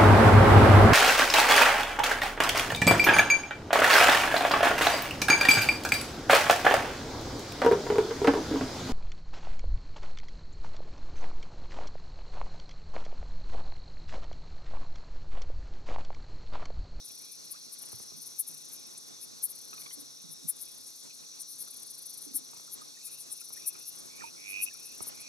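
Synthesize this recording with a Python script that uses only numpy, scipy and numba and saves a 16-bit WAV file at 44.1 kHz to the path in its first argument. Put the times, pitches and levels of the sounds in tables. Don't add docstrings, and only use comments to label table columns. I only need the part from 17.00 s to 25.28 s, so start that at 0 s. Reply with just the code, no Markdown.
import sys
import numpy as np
from scipy import signal
from scipy.fft import rfft, irfft
from scipy.io import wavfile
from scipy.ndimage import uniform_filter1d
from numba import njit

SR = 44100
rng = np.random.default_rng(int(sys.argv[2]) if len(sys.argv) > 2 else 0)


def dump(signal):
    limited = np.clip(np.atleast_2d(signal).T, -1, 1)
    pcm = np.round(limited * 32767).astype(np.int16)
    wavfile.write(sys.argv[1], SR, pcm)


N = 365148
TIME = np.arange(N) / SR
FREQS = np.arange(N // 2 + 1) * SR / N

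# [f/Hz, level/dB]
WING_RESONANCE = [(5500, -43), (7000, -39), (7400, -11.5), (8100, -20.5), (8700, -2), (9500, 2.5),
                  (10150, 5), (10750, -1.5), (11400, -1.5), (12100, -5.5), (12750, -4), (14000, -15.5),
                  (14800, -31.5), (15700, -39.5)]


def undb(db):
    return 10 ** (np.asarray(db) / 20)


def unit(x):
    return x / np.sqrt(np.mean(x ** 2))


def pan(db):
    return undb(np.array([[db], [-db]]) / 2)


def over_hz(points, hz=FREQS):
    f, value = np.transpose(points)
    return np.interp(np.log(hz + 1), np.log(f), value)


def shape(x, gain):
    return irfft(rfft(x) * gain, N)


def band(hz, width):
    detuning = (FREQS ** 2 - hz ** 2) / ((FREQS + 1) * width * np.pi / 2)
    return 1 / (1 + detuning ** 2)


def spread(sound, apart):
    return unit(sound[0] + apart * sound[1:])


def walk(rate):
    knots = rng.standard_normal(int(N / SR * rate) + 2)
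    return unit(np.interp(TIME * rate, np.arange(len(knots)), knots))


def swell(t, length):
    return np.exp(-2 * (t / length) ** 2)


def add(track, start, sound):
    i = int(start * SR)
    lo, hi = max(i, 0), min(i + len(sound), N)
    if hi > lo:
        track[lo:hi] += sound[lo - i:hi - i]


def forest(x, wet_db, t60):
    t = TIME[:SR // 2]
    envelope = undb(-60 * t / t60) * (1 - np.exp(-t / .003))
    tail = rng.standard_normal((2, len(t))) * envelope
    tail /= np.sqrt(np.sum(tail ** 2, axis=1, keepdims=True))
    return x + undb(wet_db) * signal.fftconvolve(x[None], tail, axes=1)[:, :N]


def air(flicker_db=1.7):
    # [f/Hz, level/dB]
    murmur_spectrum = [(20, -29), (45, -7), (65, -10), (110, -0.5), (180, 1), (300, 2), (450, -0.5),
                       (650, -4.5), (900, -5.5), (1300, -6.5), (1700, -12.5), (2300, -12), (3000, -16),
                       (8000, -12)]
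    # [t/s, level/dB]
    murmur_course = [(0, -58.5), (2.2, -56), (4.6, -58), (6.2, -57.5), (6.7, -55.5), (8.28, -55.5)]
    gain = undb(over_hz(murmur_spectrum)) * (FREQS < 9000)
    murmur = spread(shape(rng.standard_normal((3, N)), gain), apart=0.48)
    level_db = np.interp(TIME, *np.transpose(murmur_course)) + flicker_db * walk(18)
    return undb(level_db) * murmur * pan(-1.72)


def crickets(shrill_hz=5200, drift_db=1.3, surge_peak_s=0.36, surge_period_s=1.27, surge_db=0.7):
    # [f/Hz, nominal width/Hz, level/dB, nominal chirp rate/Hz, chirp depth/dB,
    # left minus right/dB]
    cricket_groups = [(2520, 370, -73.5, 23, 5, 2), (3372, 32, -71, 12, 2, -6), (3410, 130, -77, 17, 4, -5),
                      (3538, 23, -72, 8.5, -0.5, 6), (3808, 225, -64.5, 41, 0, -6),
                      (4333, 464, -57.5, 37, 0.5, -0.5), (4905, 230, -67, 19, 2, -5),
                      (5470, 330, -57.5, 31, 1, 0), (5800, 356, -54.5, 53, 1.3, 3.5),
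                      (6234, 490, -58.5, 19, 1.5, -2), (6770, 3500, -62.5, 19, 2, 9)]
    surge = undb(surge_db * np.cos(np.pi * (TIME - surge_peak_s) / surge_period_s) ** 2)
    out = 0
    for hz, width, db, rate, depth_db, pan_db in cricket_groups:
        noise = rng.standard_normal((3, N))
        voices = spread(shape(noise, band(hz, width) ** 1.44), apart=0.59)
        chirps = unit(undb(depth_db * walk(2 * rate) + drift_db * walk(1.816)))
        wave = surge if hz > shrill_hz else 1
        out = out + undb(db) * voices * chirps * pan(pan_db) * wave
    return out


def mode(hz, t60):
    t = TIME[:SR // 3]
    return np.sin(2 * np.pi * hz * t) * np.exp(-np.log(1000) * t / t60)


def glug(hz, length, attack_s=0.0012, sag=0.13, wobble=0.13, churn=0.55):
    t = np.arange(0, 4 * length, 1 / SR)
    waver = np.interp(t / length, np.linspace(0, 4, 12), rng.standard_normal(12))
    pitch = hz * 2 ** (wobble * waver - sag * t / length)
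    boom = np.sqrt(2) * np.sin(2 * np.pi * np.cumsum(pitch) / SR)
    hull = signal.butter(4, [hz * .65, hz * 1.7], "band", fs=SR, output="sos")
    water = unit(signal.sosfilt(hull, rng.standard_normal(SR)))[-len(t):]
    envelope = (1 - np.exp(-t / attack_s)) * np.exp(-(t / length) ** 2 / 2)
    return envelope * (boom + churn * water)


def boat(knock_db=7.0, contact_s=.0008, bass_hz=(400, 900), scrape_db=-1.0):
    # [t/s, level/dB, bass level/dB]
    knock_events = [(.928, -62, 4.5), (.999, -62.5, 3), (1.118, -65, 2.5), (5.532, -58.5, -12),
                    (5.568, -63, -12), (5.596, -63.5, -8), (6.503, -60.5, -5), (8.004, -50.5, -2),
                    (8.067, -62, 0)]
    # [f/Hz, level/dB, t60/s]
    plank_modes = [(86, -5, 0.12), (137, -3.5, 0.076), (193, -1.5, 0.12), (345, 1, 0.045), (412, 5, 0.05),
                   (630, -1.5, 0.03), (753, -0.5, 0.038), (997, 1.5, 0.048), (1217, 2.5, 0.028),
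                   (1334, -5, 0.044), (2230, -1, 0.016), (2670, -11, 0.031)]
    # [start t/s, f/Hz, level/dB, nominal length/s]
    water_bumps = [(0.664, 246, -59, 0.014), (0.94, 124, -53, .016), (1.142, 167, -56, 0.018),
                   (1.172, 190, -57, 0.023), (1.495, 178.4, -58, 0.043), (2.238, 210, -61.5, 0.03),
                   (2.972, 335, -50, 0.017), (3.015, 307, -60, 0.017), (3.24, 194, -54.5, 0.028),
                   (3.285, 169, -57, 0.029), (3.423, 290, -59.5, 0.02), (3.444, 177, -51, 0.019),
                   (5.266, 296, -52, 0.019), (5.308, 262, -53, 0.015), (5.343, 269, -50.5, 0.016),
                   (5.386, 290, -60, .012), (5.411, 263, -59.5, 0.028)]
    # [middle t/s, level/dB, nominal length/s]
    gear_scrapes = [(0.919, -63.5, 0.28), (8.09, -56, 0.12)]
    out = np.zeros(N)
    for s, db, bass_db in knock_events:
        spots = rng.standard_normal(len(plank_modes))
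        for k, ((hz, gain_db, t60), spot) in enumerate(zip(plank_modes, spots)):
            tone = (-1) ** k * mode(hz * (1 + .02 * spot), t60)
            push = 1 - np.exp(-TIME[:len(tone)] / contact_s)
            low_db = bass_db * np.interp(hz, bass_hz, [1, 0])
            add(out, s, undb(db + knock_db + gain_db + low_db) * push * tone)
    for s, hz, db, length in water_bumps:
        add(out, s, undb(db) * glug(hz, length))
    rubbing = unit(shape(rng.standard_normal(N), band(hz=650, width=2300)))
    friction = rubbing * unit(undb(4.3 * walk(160)))
    out += friction * sum(undb(db + scrape_db) * swell(TIME - s, length) for s, db, length in gear_scrapes)
    return forest(out, wet_db=-13, t60=0.16) * pan(-9.5)


def drop():
    # (t/s, bubble f/Hz, level/dB, t60/s)
    s, hz, db, t60 = (7.238, 930, -34.5, .07)
    out = np.zeros(N)
    bubble = mode(hz, t60)
    onset = 1 - np.exp(-TIME[:len(bubble)] / 0.0011)
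    add(out, s, undb(db) * bubble * onset)
    return forest(out, wet_db=-13.0, t60=0.1) * pan(-9.5)


def pips(steepen_s=0.024, rough_db=3.0):
    # [middle t/s, f/Hz there, level/dB, length/s,
    # sweep there/(octaves per s)]
    pip_notes = [(0.55, 1226, -55.5, 0.02, 25.5), (4.678, 1325, -54, 0.0053, 13),
                 (5.681, 1321, -56, 0.0069, 16), (5.82, 1243, -52, 0.0073, 16),
                 (5.974, 1855, -53, 0.0044, 18), (6.083, 1314, -58, 0.0073, 16),
                 (6.417, 1350, -56, 0.0083, 14), (6.574, 1857, -49.5, 0.0084, 20),
                 (6.754, 1314, -55, .007, 14), (7.21, 1820, -49, 0.0046, -22),
                 (7.222, 1340, -47, 0.0053, 17), (7.35, 1370, -57, 0.0054, 20),
                 (7.713, 1760, -54, 0.0064, -10), (7.75, 1336, -55, 0.0068, 10)]
    out = np.zeros(N)
    for s, hz, db, length, sweep in pip_notes:
        t = np.arange(-2 * length, 2 * length, 1 / SR)
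        octaves = np.minimum(sweep * t * (1 + t / steepen_s), 1)
        whistle = np.sin(2 * np.pi * np.cumsum(hz * 2 ** octaves) / SR)
        add(out, s - 2 * length, np.sqrt(2) * undb(db) * swell(t, length) * whistle)
    hoarse = out * unit(undb(rough_db * walk(700)))
    return forest(hoarse, wet_db=-9, t60=0.05) * pan(-6.0)


def chatter(length=0.01, scoop=0.266, sag=0.081, third_db=-3, rough_db=4):
    # [middle t/s, nominal f/Hz, level/dB, overtone level/dB]
    chatter_notes = [(2.735, 1356, -45.5, -7), (2.78, 1267, -52, -3), (2.822, 1200, -58, 5),
                     (2.865, 1196, -53.5, 1), (2.913, 1080, -57.5, 4)]
    out = np.zeros(N)
    t = np.arange(-length, 2 * length, 1 / SR)
    bend = 2 ** (-sag * t / length - scoop * np.exp(-4 * (t / length + .5)))
    for s, hz, db, over_db in chatter_notes:
        angle = 2 * np.pi * np.cumsum(hz * bend) / SR
        first, second, third = (np.sin(k * angle) for k in range(1, 4))
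        voice = first + undb(over_db) * (second + undb(third_db) * third)
        add(out, s - length, np.sqrt(2) * undb(db) * swell(t, length) * voice)
    hoarse = out * unit(undb(rough_db * walk(900)))
    return forest(hoarse, wet_db=-11.0, t60=0.083) * pan(-1.9)


def trill_course(rise_hz_per_s=1000, edge_s=0.0086):
    # [start t/s, end t/s, nominal final f/Hz, final level/dB,
    # crescendo/dB, remoteness 0-1]
    trill_notes = [(0.2, 0.36, 2470, -72, 0, .95), (1.74, 1.88, 2510, -74, 1, 1),
                   (5.98, 6.06, 2523, -70.5, -1, 1), (6.065, 6.2, 2686, -68.5, -5, 0.98),
                   (6.22, 6.37, 2750, -74, -1, 1), (6.53, 6.72, 2594, -63.5, 7, 0.89),
                   (6.742, 6.775, 2544, -63.5, -4, 0.97), (6.8, 6.96, 2820, -73, -2, 0.9),
                   (7.09, 7.295, 2496, -53, 15.5, 0.28), (7.368, 7.634, 2560, -39.5, 24.5, 0.05),
                   (7.663, 7.692, 2590, -44.5, 0, 0.04), (7.72, 7.96, 2647, -64, 5, 1),
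                   (8.13, 8.3, 2490, -58, 10, 0.95)]
    pitch = np.full(N, float(trill_notes[0][2]))
    loud, effort, remote, elapsed = np.zeros(N), np.ones(N), np.zeros(N), np.zeros(N)
    for start, end, hz, db, crescendo_db, remoteness in trill_notes:
        on = (TIME > start - edge_s / 2) & (TIME < end + edge_s / 2)
        t = TIME[on]
        edges = np.clip(np.minimum(t - start, end - t) / edge_s + .5, 0, 1)
        pitch[on] = hz - rise_hz_per_s * (end - t)
        effort[on] = undb(-crescendo_db * ((end - t) / (end - start)) ** 2)
        loud[on] = edges * undb(db) * effort[on]
        remote[on] = np.clip(remoteness, 0, 1)
        elapsed[on] = t - start
    return pitch, loud, effort, remote, elapsed


def trilling_frog(rise=0.12, weak_fall=0.12, fall=0.4, droop=0.065, detune=.008, far_detune=0.0195,
                  waver_db=1.5, stumble=0.068, pulses_per_s=98.7, trill_db=11.0, far_db=-3.0):
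    hz, loud, effort, remote, elapsed = trill_course()
    beats = elapsed * pulses_per_s
    phase = (beats + stumble * (1 - effort) * walk(50)) % 1
    count = np.cumsum(np.diff(phase, prepend=0) < -.5)
    offset, size, sharp = rng.standard_normal((N // 100, 3))[count].T
    ringing = np.interp(effort * (1 - remote / 2), [0, 1], [weak_fall, fall])
    attack = 1 - np.exp(-(phase / rise) ** 2)
    pulse = attack * np.exp(-phase / ringing) * (1 - phase ** 8) * (fall / ringing)
    pitch = hz * (1 + droop * (.3 - phase) + (detune + far_detune * remote) * sharp)
    loud = loud * undb(waver_db * (1 - effort) * walk(40))
    tone = np.sqrt(2) * np.sin(2 * np.pi * np.cumsum(pitch) / SR + 1.47 * offset)
    voice = loud * undb(trill_db + size / 2) * pulse * tone
    near, far = voice * (1 - remote), voice * remote * undb(far_db)
    blurred = forest(far, wet_db=1.5, t60=0.06)
    return (forest(near, wet_db=-9.5, t60=0.065) + blurred) * pan(-8.0)


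def ring(spectrum, size=512):
    hz = np.arange(size // 2 + 1) * SR / size
    cepstrum = irfft(np.log(undb(over_hz(spectrum, hz))))
    cepstrum[1:size // 2] *= 2
    cepstrum[size // 2 + 1:] = 0
    response = irfft(np.exp(rfft(cepstrum)))
    return response / np.sqrt(np.sum(response ** 2))


def wing(stroke_db, treble_db, vary_db=1.0, treble_hz=(8400, 12600),
         hard_from_db=-28.5, hard_low_db_per_db=0.67, hard_low_hz=(8260, 9000)):
    hz, db = np.transpose(WING_RESONANCE)
    lift = treble_db * np.interp(hz, treble_hz, [0, 1])
    hardness_db = max(stroke_db - hard_from_db, 0)
    body = hard_low_db_per_db * hardness_db * np.interp(hz, hard_low_hz, [1, 0])
    variation = vary_db * rng.standard_normal(len(hz))
    return ring(np.transpose([hz, db + lift + body + variation]))


def stroke(length, tooth_hz, jitter=0.16, uneven_db=2.0, scatter=0.75, scatter_s=0.00083):
    gap, size = rng.standard_normal((2, 160))
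    times = np.cumsum(np.exp(jitter * gap)) / tooth_hz
    place = times / length - 2
    force = np.where(place < 0, swell(place, 0.95), np.exp(-(np.abs(place) / 0.52) ** 4))
    clicks = np.zeros(int(4 * length * SR) + 1)
    inside = place < 2
    clicks[(times[inside] * SR).astype(int)] = (force * undb(uneven_db * size))[inside]
    keep = np.exp(-1 / (scatter_s * SR))
    envelope = np.sqrt(signal.lfilter([1 - keep], [1, -keep], clicks ** 2))
    flutter = envelope * rng.standard_normal(len(clicks))
    return (clicks + scatter * flutter) * np.sqrt(SR / tooth_hz / (1 + scatter ** 2))


def shuffle(loose_s=0.0033, loose_db=3.5, steady_db=1.3, stroke_share=.44, trail_stroke_s=0.021,
            trail_drop_db=4, trail_max_db=-50, trail_fade_db_per_s=9, trail_strokes_per_s=29):
    # [first stroke t/s, last stroke t/s, rate/(strokes per s),
    # first level/dB, last level/dB]
    stroke_runs = [(0.087, 0.253, 30, -46.5, -47), (0.792, 0.99, 32, -42, -44),
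                   (1.178, 1.27, 19, -45, -40.5), (1.544, 1.87, 28.7, -44, -52.5),
                   (2.558, 2.773, 34, -45.5, -48.5), (3.564, 3.935, 31.5, -45.5, -49.5),
                   (4.561, 4.83, 32, -44.5, -43), (4.87, 5.22, 26.5, -42, -42),
                   (5.449, 5.674, 30.3, -50, -50), (6.063, 6.205, 11.4, -40.5, -41.5),
                   (6.409, 6.534, 25.5, -43.5, -41), (6.768, 6.826, 33.5, -47.5, -44.5),
                   (7.741, 7.982, 35, -45, -48.5)]
    strokes = []
    next_starts = [run[0] for run in stroke_runs[1:]] + [N / SR]
    for (first, last, rate, first_db, last_db), resume in zip(stroke_runs, next_starts):
        run_chance, trail_chance = rng.standard_normal((2, 64, 2))
        times = np.linspace(first, last, round((last - first) * rate) + 1)
        for s, (effort, _) in zip(times, run_chance):
            db = np.interp(s, [first, last], [first_db, last_db]) + steady_db * effort
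            strokes.append((s, db, stroke_share / rate))
        trail_count = round((resume - last) * trail_strokes_per_s)
        times = np.linspace(last, resume, trail_count + 1)[1:-1]
        trail_db = min(last_db - trail_drop_db, trail_max_db)
        for s, (effort, late) in zip(times, trail_chance):
            db = trail_db - trail_fade_db_per_s * (s - last) + loose_db * effort
            strokes.append((s + loose_s * late, db, trail_stroke_s))
    return strokes


def katydid(tooth_hz=900, soft_tooth_hz=1100, far_db=-62, far_rough_db=1.5, far_shuffle_db=1.7):
    # [middle t/s, level/dB, nominal length/s,
    # treble level/dB]
    rasp_events = [(0.058, -41, 0.019, 2), (0.518, -35.5, 0.017, 8), (0.734, -40, 0.023, 0),
                   (1.027, -44.5, 0.028, -8), (1.403, -23.5, 0.02, 7.5), (1.482, -35.5, 0.019, 3),
                   (1.735, -41, 0.023, 9), (1.979, -40.5, 0.011, -15), (2.231, -40.5, 0.035, -1),
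                   (2.447, -23, 0.023, 10), (2.507, -36.5, 0.027, 9), (2.807, -43, 0.029, 2),
                   (2.938, -38.5, 0.022, -3), (3.008, -43, 0.022, 3), (3.325, -42.5, 0.025, 2),
                   (3.496, -25, 0.021, 7), (3.621, -37.5, 0.027, 9), (3.877, -45, 0.023, -1),
                   (4.412, -37.5, 0.023, -2), (4.513, -42, 0.051, 3), (4.615, -36.5, 0.031, 6),
                   (5.363, -25.5, 0.024, 6.5), (5.735, -35.5, 0.022, 10), (6.325, -33, 0.021, -8),
                   (6.681, -24.5, 0.022, 5), (6.885, -36.5, 0.025, 10), (7.507, -41.5, 0.036, 0),
                   (7.635, -26, 0.026, 5.5), (7.861, -43, 0.025, -2), (8.027, -33.5, 0.014, -7),
                   (8.08, -35.5, 0.024, 8)]
    song = np.zeros(N)
    for s, db, length, treble_db in rasp_events:
        clicks = stroke(length, tooth_hz, jitter=.09, uneven_db=.5, scatter=.6)
        add(song, s - 2 * length, undb(db) * signal.fftconvolve(clicks, wing(db, treble_db)))
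    for s, db, length in shuffle():
        clicks = stroke(length, soft_tooth_hz)
        add(song, s - 2 * length, undb(db) * signal.fftconvolve(clicks, wing(db, 0)))
    near = forest(song, wet_db=-4.5, t60=0.04) * pan(7.6) * undb(-4.0)
    noise = rng.standard_normal((3, N))
    far = spread(shape(noise, undb(over_hz(WING_RESONANCE))), apart=0.15)
    grain = unit(undb(far_rough_db * walk(1500) + far_shuffle_db * walk(60)))
    return near + undb(far_db) * far * grain * pan(9.7)


def scene():
    background = air() + crickets() + boat() + drop()
    frogs = pips() + chatter() + trilling_frog()
    return background + frogs + katydid()


@njit
def follow(x, release):
    out, e = np.empty(len(x)), 0.
    for i in range(len(x)):
        e = max(x[i], e * release)
        out[i] = e
    return out


def record(dry, limit_db=-15.5, release_s=0.33, top_hz=15500):
    # [f/Hz, phase/rad]
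    port_phase = [(260, 3.075), (1300, 2.556), (2500, 2.25), (3360, 1.84), (4400, 1.32), (5800, 0.86),
                  (7000, 0.43), (12000, 0.54), (15000, 0.34)]
    turn = np.exp(1j * over_hz(port_phase) * np.array([[1], [-1]]) / 2)
    wide = shape(dry, turn)
    peak = follow(np.abs(wide).max(axis=0), np.exp(-1 / (release_s * SR)))
    gain = uniform_filter1d(1 / np.maximum(1, peak / undb(limit_db)), size=64)
    low_pass = signal.ellip(8, .2, 70, top_hz, fs=SR, output="sos")
    return signal.sosfilt(low_pass, wide * gain)


dry = scene()
out = record(dry)
dump(out)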